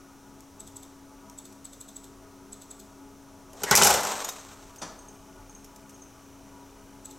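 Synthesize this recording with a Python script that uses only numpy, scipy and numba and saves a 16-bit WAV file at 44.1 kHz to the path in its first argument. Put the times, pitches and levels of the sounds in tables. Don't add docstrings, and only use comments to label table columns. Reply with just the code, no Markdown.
import sys
import numpy as np
from scipy import signal
from scipy.fft import rfft, irfft
from scipy.io import wavfile
from scipy.ndimage import uniform_filter1d
from numba import njit

SR = 44100
rng = np.random.default_rng(int(sys.argv[2]) if len(sys.argv) > 2 else 0)


def store_wav(level_fs):
    pcm = np.round(np.clip(np.atleast_2d(level_fs), -1, 1) * 32767)
    wavfile.write(sys.argv[1], SR, pcm.T.astype(np.int16))


N = 316638
T = np.arange(N) / SR
RING_T = T[:int(1.5 * SR)]
HUM_DIP_START_S, HUM_DIP_HOLD_S, HUM_DIP_ATTACK_S = 3.8, 0.7, 0.11

# f/Hz, level/dB
CLASH_COLOUR = [(100, -37), (1000, -19), (2500, -4.5), (3700, -12), (4700, -6), (5700, 3.5), (8000, -0.5),
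                (9700, -8), (12200, -1), (13500, -20), (16000, -17.5)]
# f/Hz, level/dB, t60/s
LOOSE_METAL_MODES = [(3620, -12, 0.057), (6780, 0, 0.057), (8120, -11, 0.093), (11500, -13, 0.06),
                     (13400, -8, .03)]


def press(frame_t60=0.064, tooling_ring_s=0.0018):
    # t/s, frame thud/dB, tooling clash/dB, contact chatter/s
    blows = [(3.6175, -33, -63, 0.00076), (3.634, -22.5, -21.5, 0.005), (3.711, -7, -11.5, 0.005),
             (3.753, -26, -4, 0.0021), (3.777, -10.5, -11, 0.0011), (3.814, -14.5, -35, 0.0011),
             (3.821, -7.5, -10, 0.002), (3.834, -19, -3.5, 0.007), (3.847, -16, -9.5, 0.0043),
             (3.871, -15.5, -8.5, .003), (3.902, -18, -18, 0.0057), (3.939, -19, -18, .006),
             (4.033, -34, -26.5, 0.0056), (4.05, -29.5, -29, 0.0026), (4.07, -34, -28.5, .003)]
    # f/Hz, level/dB
    thud_colour = [(30, -45), (70, -7.5), (130, -5.5), (290, -8), (450, 1.5), (820, 4.5), (1400, -0.5),
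                   (2000, -9), (2700, -9), (4000, -9), (8000, -13.5), (16000, -53)]
    # f/Hz, level/dB, t60/s
    frame_modes = [(172.3, 5, 0.2), (212.4, -1, 0.78), (413.6, -1.5, 1), (599, 1.5, 0.43), (755, -4, 0.73),
                   (812, -5, 0.52), (896, 5, 0.36), (1075, -5, 0.58), (1392, 3, 0.44), (2030, -2, 0.59)]
    # f/Hz, level/dB, t60/s
    tooling_modes = [(5450, 0, .7), (6009, -2, .55), (7140, -5, 0.53), (8263, -3, 0.77)]
    times, thud_db, clash_db, chatter_s = np.vstack([blows, bounces()]).T
    thud = contacts(times, thud_db, chatter_s, rise_s=0.00051)
    clash = contacts(times, clash_db, chatter_s + tooling_ring_s, rise_s=0.000098)
    dense_modes = rng.standard_normal(len(RING_T)) * fade(frame_t60)
    frame = colour(convolve(thud, dense_modes + undb(-14.5) * room_tail()), thud_colour)
    frame_ring = convolve(taps(times, thud_db), undb(-25) * modes(frame_modes))
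    tooling = undb(20) * colour(in_room(clash, wet_db=-41.5), CLASH_COLOUR)
    steel_ring = undb(-19) * modes(LOOSE_METAL_MODES) + undb(-31.5) * modes(tooling_modes)
    jingle = convolve(taps(times, clash_db), steel_ring)
    return frame + frame_ring + tooling + jingle


def bounces(count=40, gap_s=.0115, jitter=.15, scatter_db=3, chatter_s=0.0049):
    # t/s, length/s, first thud/dB, first clash/dB
    rattles = [(3.761, .017, -33, -5), (3.845, 0.22, -20, -13)]
    thud_fall_db_per_s, clash_fall_db_per_s = 99, 129
    rows = []
    for start, length, first_thud_db, first_clash_db in rattles:
        for k, (late, thud_luck, clash_luck) in enumerate(rng.standard_normal((count, 3))):
            age = gap_s * (k + jitter * late)
            if age < length:
                thud_db = first_thud_db - thud_fall_db_per_s * age + scatter_db * thud_luck
                clash_db = first_clash_db - clash_fall_db_per_s * age + scatter_db * clash_luck
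                rows.append((start + age, thud_db, clash_db, chatter_s))
    return rows


def slide(peak_s=3.766, peak_db=-24, rise_db_per_s=156, fall_db_per_s=30.5, stop_s=4.3):
    # f/Hz, level/dB
    scrape_colour = [(100, -24), (500, 0), (1000, 5), (2000, -5.5), (2900, -6.5), (4000, -6), (4800, -9),
                     (6200, -3.5), (8400, -4.5), (9800, -23), (12000, -14), (16000, -27)]
    grain_db, uneven_db, after_stop_db = 2.5, 1.85, -5
    grains = unit(stereo_noise(N, side_db=-37) * undb(grain_db * rng.exponential(size=N)))
    age = T - peak_s
    swell_db = np.minimum(rise_db_per_s * age, -fall_db_per_s * age)
    level_db = peak_db + swell_db + after_stop_db * (T > stop_s)
    return colour(grains * undb(level_db + uneven_db * walk(70)), scrape_colour)


def squawk(width_hz=650):
    # t/s, length/s, f/Hz, glide/(Hz/s), level/dB
    squawks = [(3.529, 0.072, 650, 0, -51), (3.664, 0.046, 1800, 2500, -36),
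               (3.715, .038, 1560, 15003, -23.5)]
    out = 0
    for start, length, hz, glide, db in squawks:
        phase = 2 * np.pi * np.cumsum(hz + glide * np.clip(T - start, 0, length)) / SR
        gate = envelope(start, length, attack_s=0.0026, release_s=.003)
        out = out + undb(db) * noise_band(phase, width_hz) * gate
    return out


def ram_stop(at_s=4.291, level_db=-35):
    # f/Hz, level/dB, t60/s
    stop_modes = [(3770, -0.5, 0.091), (5109, -5, .07), (6170, 1.5, .085)]
    return in_room(convolve(taps(np.array([at_s]), level_db), modes(stop_modes)), wet_db=-44)


def latch(at_s=4.815):
    # f/Hz, level/dB
    knock_colour = [(90, -15), (195, 8), (330, -0.5), (1100, 3), (2200, -11.5), (6200, -4), (9500, -16),
                    (16000, -36)]
    drop = contacts([at_s], levels_db=[-6], length_s=0.01, rise_s=.014)
    return in_room(colour(drop, knock_colour), wet_db=-33)


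def button(click_db=-37.5, snap_ring_db=1.5, return_ring_db=-11.5):
    # t/s, time held down/s
    presses = [(.6042, 0.07), (.767, .064), (1.3868, .067), (1.6531, 0.079), (1.8118, 0.076),
               (1.966, 0.076), (2.53, .089), (2.7128, 0.086), (7.056, .054)]
    # f/Hz, level/dB
    click_colour = [(500, -29), (2900, -12.5), (3600, -1), (5300, -10), (6500, -2.5), (7800, 3.5),
                    (9900, -14.5), (11400, -5), (12400, -15), (13500, -7), (16000, -33)]
    # f/Hz, level/dB, t60/s
    spring_modes = [(6500, -12.5, 0.03), (7790, -13, 0.04), (7837, 3.5, 0.024), (11200, -15.5, 0.028)]
    # f/Hz, level/dB, t60/s
    case_modes = [(3550, -22, 0.12), (6210, -18.5, .12), (13550, -25, 0.17), (13800, -27, .12)]
    # lag/s, level/dB
    steps = [(-.009, -12), (-.0045, -6), (0, 0), (.0105, -12)]
    down, held = np.transpose(presses)
    times = np.r_[down, down + held]
    db = np.full(len(times), click_db)
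    ring_db = np.repeat([snap_ring_db, return_ring_db], len(down))
    knocks = plucks = 0
    for lag, step_db in steps:
        knocks = knocks + contacts(times + lag, db + step_db, length_s=0.0046, rise_s=0.0005)
        plucks = plucks + taps(times + lag, db + step_db + ring_db)
    click = in_room(undb(13) * colour(knocks, click_colour), wet_db=-35)
    case = convolve(taps(times, db), modes(case_modes))
    spring = in_room(convolve(plucks, modes(spring_modes)), wet_db=-42)
    return click + case + spring


def ticks():
    # t/s, level/dB, relative ping/dB, relative chink/dB, contact length/s
    hits = [(0.4053, -45, -25, -25, .002), (1.2978, -42.5, -25, -25, 0.0014),
            (1.524, -46, -22, -30, 0.0055), (3.531, -42, -20, -25, 0.0042), (4.246, -29.5, 2, -10, .004),
            (4.288, -26.5, -10, -3, .011), (4.7596, -42.5, -20, -4, 0.0053), (5.644, -41, -18, -22, 0.0077),
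            (5.7603, -44.5, -22, -6, 0.0036), (5.893, -43, -24, -25, 0.0094)]
    # f/Hz, level/dB, t60/s
    chink_modes = [(13600, -12, .04), (14250, -6, .04), (15100, -12, .03)]
    times, db, ping_db, chink_db, length_s = np.transpose(hits)
    tick = undb(18) * colour(contacts(times, db, length_s, rise_s=0.00081), CLASH_COLOUR)
    ping = convolve(taps(times, db + ping_db), modes(LOOSE_METAL_MODES))
    chink = convolve(taps(times, db + chink_db), modes(chink_modes))
    return in_room(tick + ping + chink, wet_db=-39)


def settling(start_s=4.35, span_s=1.9, count=8, push_db=-43, fall_db_per_s=3.5):
    # f/Hz, level/dB, t60/s
    tinkle_modes = [(6230, 2.5, 0.017), (6550, 2, .025), (8450, -0.5, .015)]
    age = span_s * (np.arange(count) + rng.random(count)) / count
    pushes = contacts(start_s + age, push_db - fall_db_per_s * age, length_s=0.0037, rise_s=.001)
    return in_room(convolve(pushes, modes(tinkle_modes)), wet_db=-31.5)


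def motor(hum_hz=275.6, hum_db=-54, dip_db=3.5, recover_s=1.5, waver_db=1.5, wander_rad=0.05):
    # f/Hz, rms level/dB
    housing = [(38, -63.5), (95, -67), (206, -64.5), (373, -65.5), (410, -65.5), (648, -67.5), (858, -66),
               (964, -66), (1147, -72.5), (1265, -70.5), (1445, -73.5)]
    dip = envelope(HUM_DIP_START_S, HUM_DIP_HOLD_S, HUM_DIP_ATTACK_S, recover_s)
    level_db = hum_db - dip_db * dip + waver_db * walk(12)
    out = np.sqrt(2) * undb(level_db) * np.sin(2 * np.pi * hum_hz * T + wander_rad * walk(2.7))
    whirr = undb(waver_db * walk(9))
    for hz, db in housing:
        gain = undb(db + 1.8 * walk(3)) * whirr
        out = out + gain * noise_band(2 * np.pi * hz * T, width_hz=8 + hz / 42)
    return out


def fan(level_db=-54.5, rise_db=1.0):
    # f/Hz, level/dB
    air_colour = [(15, -3.5), (35, -3), (110, -2.5), (160, -4.5), (500, -8), (1300, -11.5), (1800, -19),
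                  (4800, -24), (5900, -15.5), (7200, -21.5), (15500, -29.5)]
    rush = colour(stereo_noise(N, side_db=-19), air_colour)
    return rush * undb(level_db + rise_db * np.clip(T - 4, 0, 1))


def electronic_ticking(start_s=4.694, rate_hz=30, level_db=-59.5, scatter_db=1.0):
    tick_modes = [(2426, -0.92, 0.032), (3010, -1.5, 0.032)]  # f/Hz, level/dB, t60/s
    times = np.arange(start_s, T[-1], 1 / rate_hz)
    pulses = taps(times, level_db + scatter_db * rng.standard_normal(len(times)))
    return convolve(pulses, modes(tick_modes))


def room_tail(count=10, build_t60=0.0098):
    # f/Hz, t60/s
    decay = [(100, 0.62), (400, 0.82), (1200, 0.74), (4000, 0.49), (8000, 0.5), (11000, 0.26),
             (16000, 0.16)]
    noise = rfft(stereo_noise(len(RING_T), side_db=-30))
    hz = np.linspace(0, SR / 2, noise.shape[1])
    centres = np.geomspace(decay[0][0], decay[-1][0], count)
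    tail = 0
    for centre, share in zip(centres, np.eye(count)):
        band = irfft(noise * at_hz(np.c_[centres, share], hz))
        tail = tail + band * fade(at_hz(decay, centre))
    return tail * (1 - fade(build_t60))


def in_room(x, wet_db):
    return x + convolve(x, undb(wet_db) * room_tail())


def contacts(times, levels_db, length_s, rise_s):
    force = np.zeros((2, N + len(RING_T)))
    t = RING_T[:SR // 10]
    for start, db, length in zip(times, levels_db, np.broadcast_to(length_s, len(times))):
        impacts = stereo_noise(len(t), side_db=-25) * undb(1.35 * rng.exponential(size=len(t)))
        burst = impacts * np.exp(-t / max(length, 1 / SR)) * (1 - np.exp(-t / rise_s))
        force[:, int(start * SR):][:, :len(t)] += undb(db) * burst / np.linalg.norm(burst[0])
    return force[:, :N]


def taps(times, levels_db):
    force = np.zeros(N)
    force[(times * SR).astype(int)] = undb(levels_db)
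    return force


def modes(rows):
    return sum(undb(db) * np.sin(2 * np.pi * (hz * RING_T + rng.random())) * fade(t60)
               for hz, db, t60 in rows)


def fade(t60):
    return np.exp(-np.log(1000) * RING_T / t60)


def envelope(start_s, hold_s, attack_s, release_s):
    age = np.maximum(T - start_s, 0)
    return (1 - np.exp(-age / attack_s)) * np.exp(-np.maximum(age - hold_s, 0) / release_s)


def walk(rate_hz):
    step = int(SR / rate_hz)
    stairs = np.repeat(rng.standard_normal(N // step + 1), step)
    return unit(uniform_filter1d(stairs, step)[:N])


def noise_band(phase, width_hz):
    return walk(width_hz) * np.sin(phase) + walk(width_hz) * np.cos(phase)


def stereo_noise(size, side_db):
    mid, side = rng.standard_normal((2, size))
    return mid + undb(side_db) * side * np.array([[1], [-1]])


def colour(x, points, size=4096):
    hz = np.arange(size // 2 + 1) * SR / size
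    cepstrum = irfft(np.log(undb(at_hz(points, hz))))
    cepstrum[1:size // 2] *= 2
    cepstrum[size // 2 + 1:] = 0
    response = irfft(np.exp(rfft(cepstrum)))
    return convolve(x, response / np.linalg.norm(response))


def convolve(x, response):
    return signal.fftconvolve(np.atleast_2d(x), np.atleast_2d(response), axes=1)[:, :N]


def at_hz(points, hz):
    f, value = np.transpose(points)
    return np.interp(np.log(np.maximum(hz, 1)), np.log(f), value)


def undb(db):
    return 10 ** (np.asarray(db) / 20)


def unit(x):
    return x / np.sqrt(np.mean(x ** 2))


@njit
def follow(x, attack_s, release_s):
    out, level = np.empty(len(x)), 0.
    for i in range(len(x)):
        level += (x[i] - level) / (1 + SR * (attack_s if x[i] > level else release_s))
        out[i] = level
    return out


def hold_down(x, top_db, attack_s, release_s):
    level = follow(np.abs(x).max(axis=0), attack_s, release_s)
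    return x / np.maximum(level / undb(top_db), 1)


def scene():
    # f/Hz, left minus right/dB, side gain/dB
    image = np.array([(40, 0, -2), (170, 5, 6), (280, 2.8, 3), (1100, 1.8, 1), (2400, .3, -4),
                      (8000, .2, 5), (11000, 0, -20)])
    action = press() + slide() + squawk() + latch() + button() + ticks() + ram_stop() + settling()
    left, right = rfft(action + motor() + electronic_ticking() + fan())
    hz = np.arange(len(left)) * SR / N
    lean_db, width_db = (at_hz(image[:, [0, k]], hz) for k in (1, 2))
    signs = np.array([[1], [-1]])
    mid = (left + right) / 2
    side = (left - right) / 2 * undb(width_db)
    return irfft((mid + signs * side) * undb(signs * lean_db / 2), N)


def record(dry, top_hz=15850):
    limited = hold_down(dry, top_db=-8.0, attack_s=0.0001, release_s=0.013)
    ridden = hold_down(limited, top_db=-16.0, attack_s=0.057, release_s=1.5)
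    return signal.sosfilt(signal.ellip(10, .2, 80, top_hz, fs=SR, output="sos"), ridden)


dry = scene()
out = record(dry)
store_wav(out)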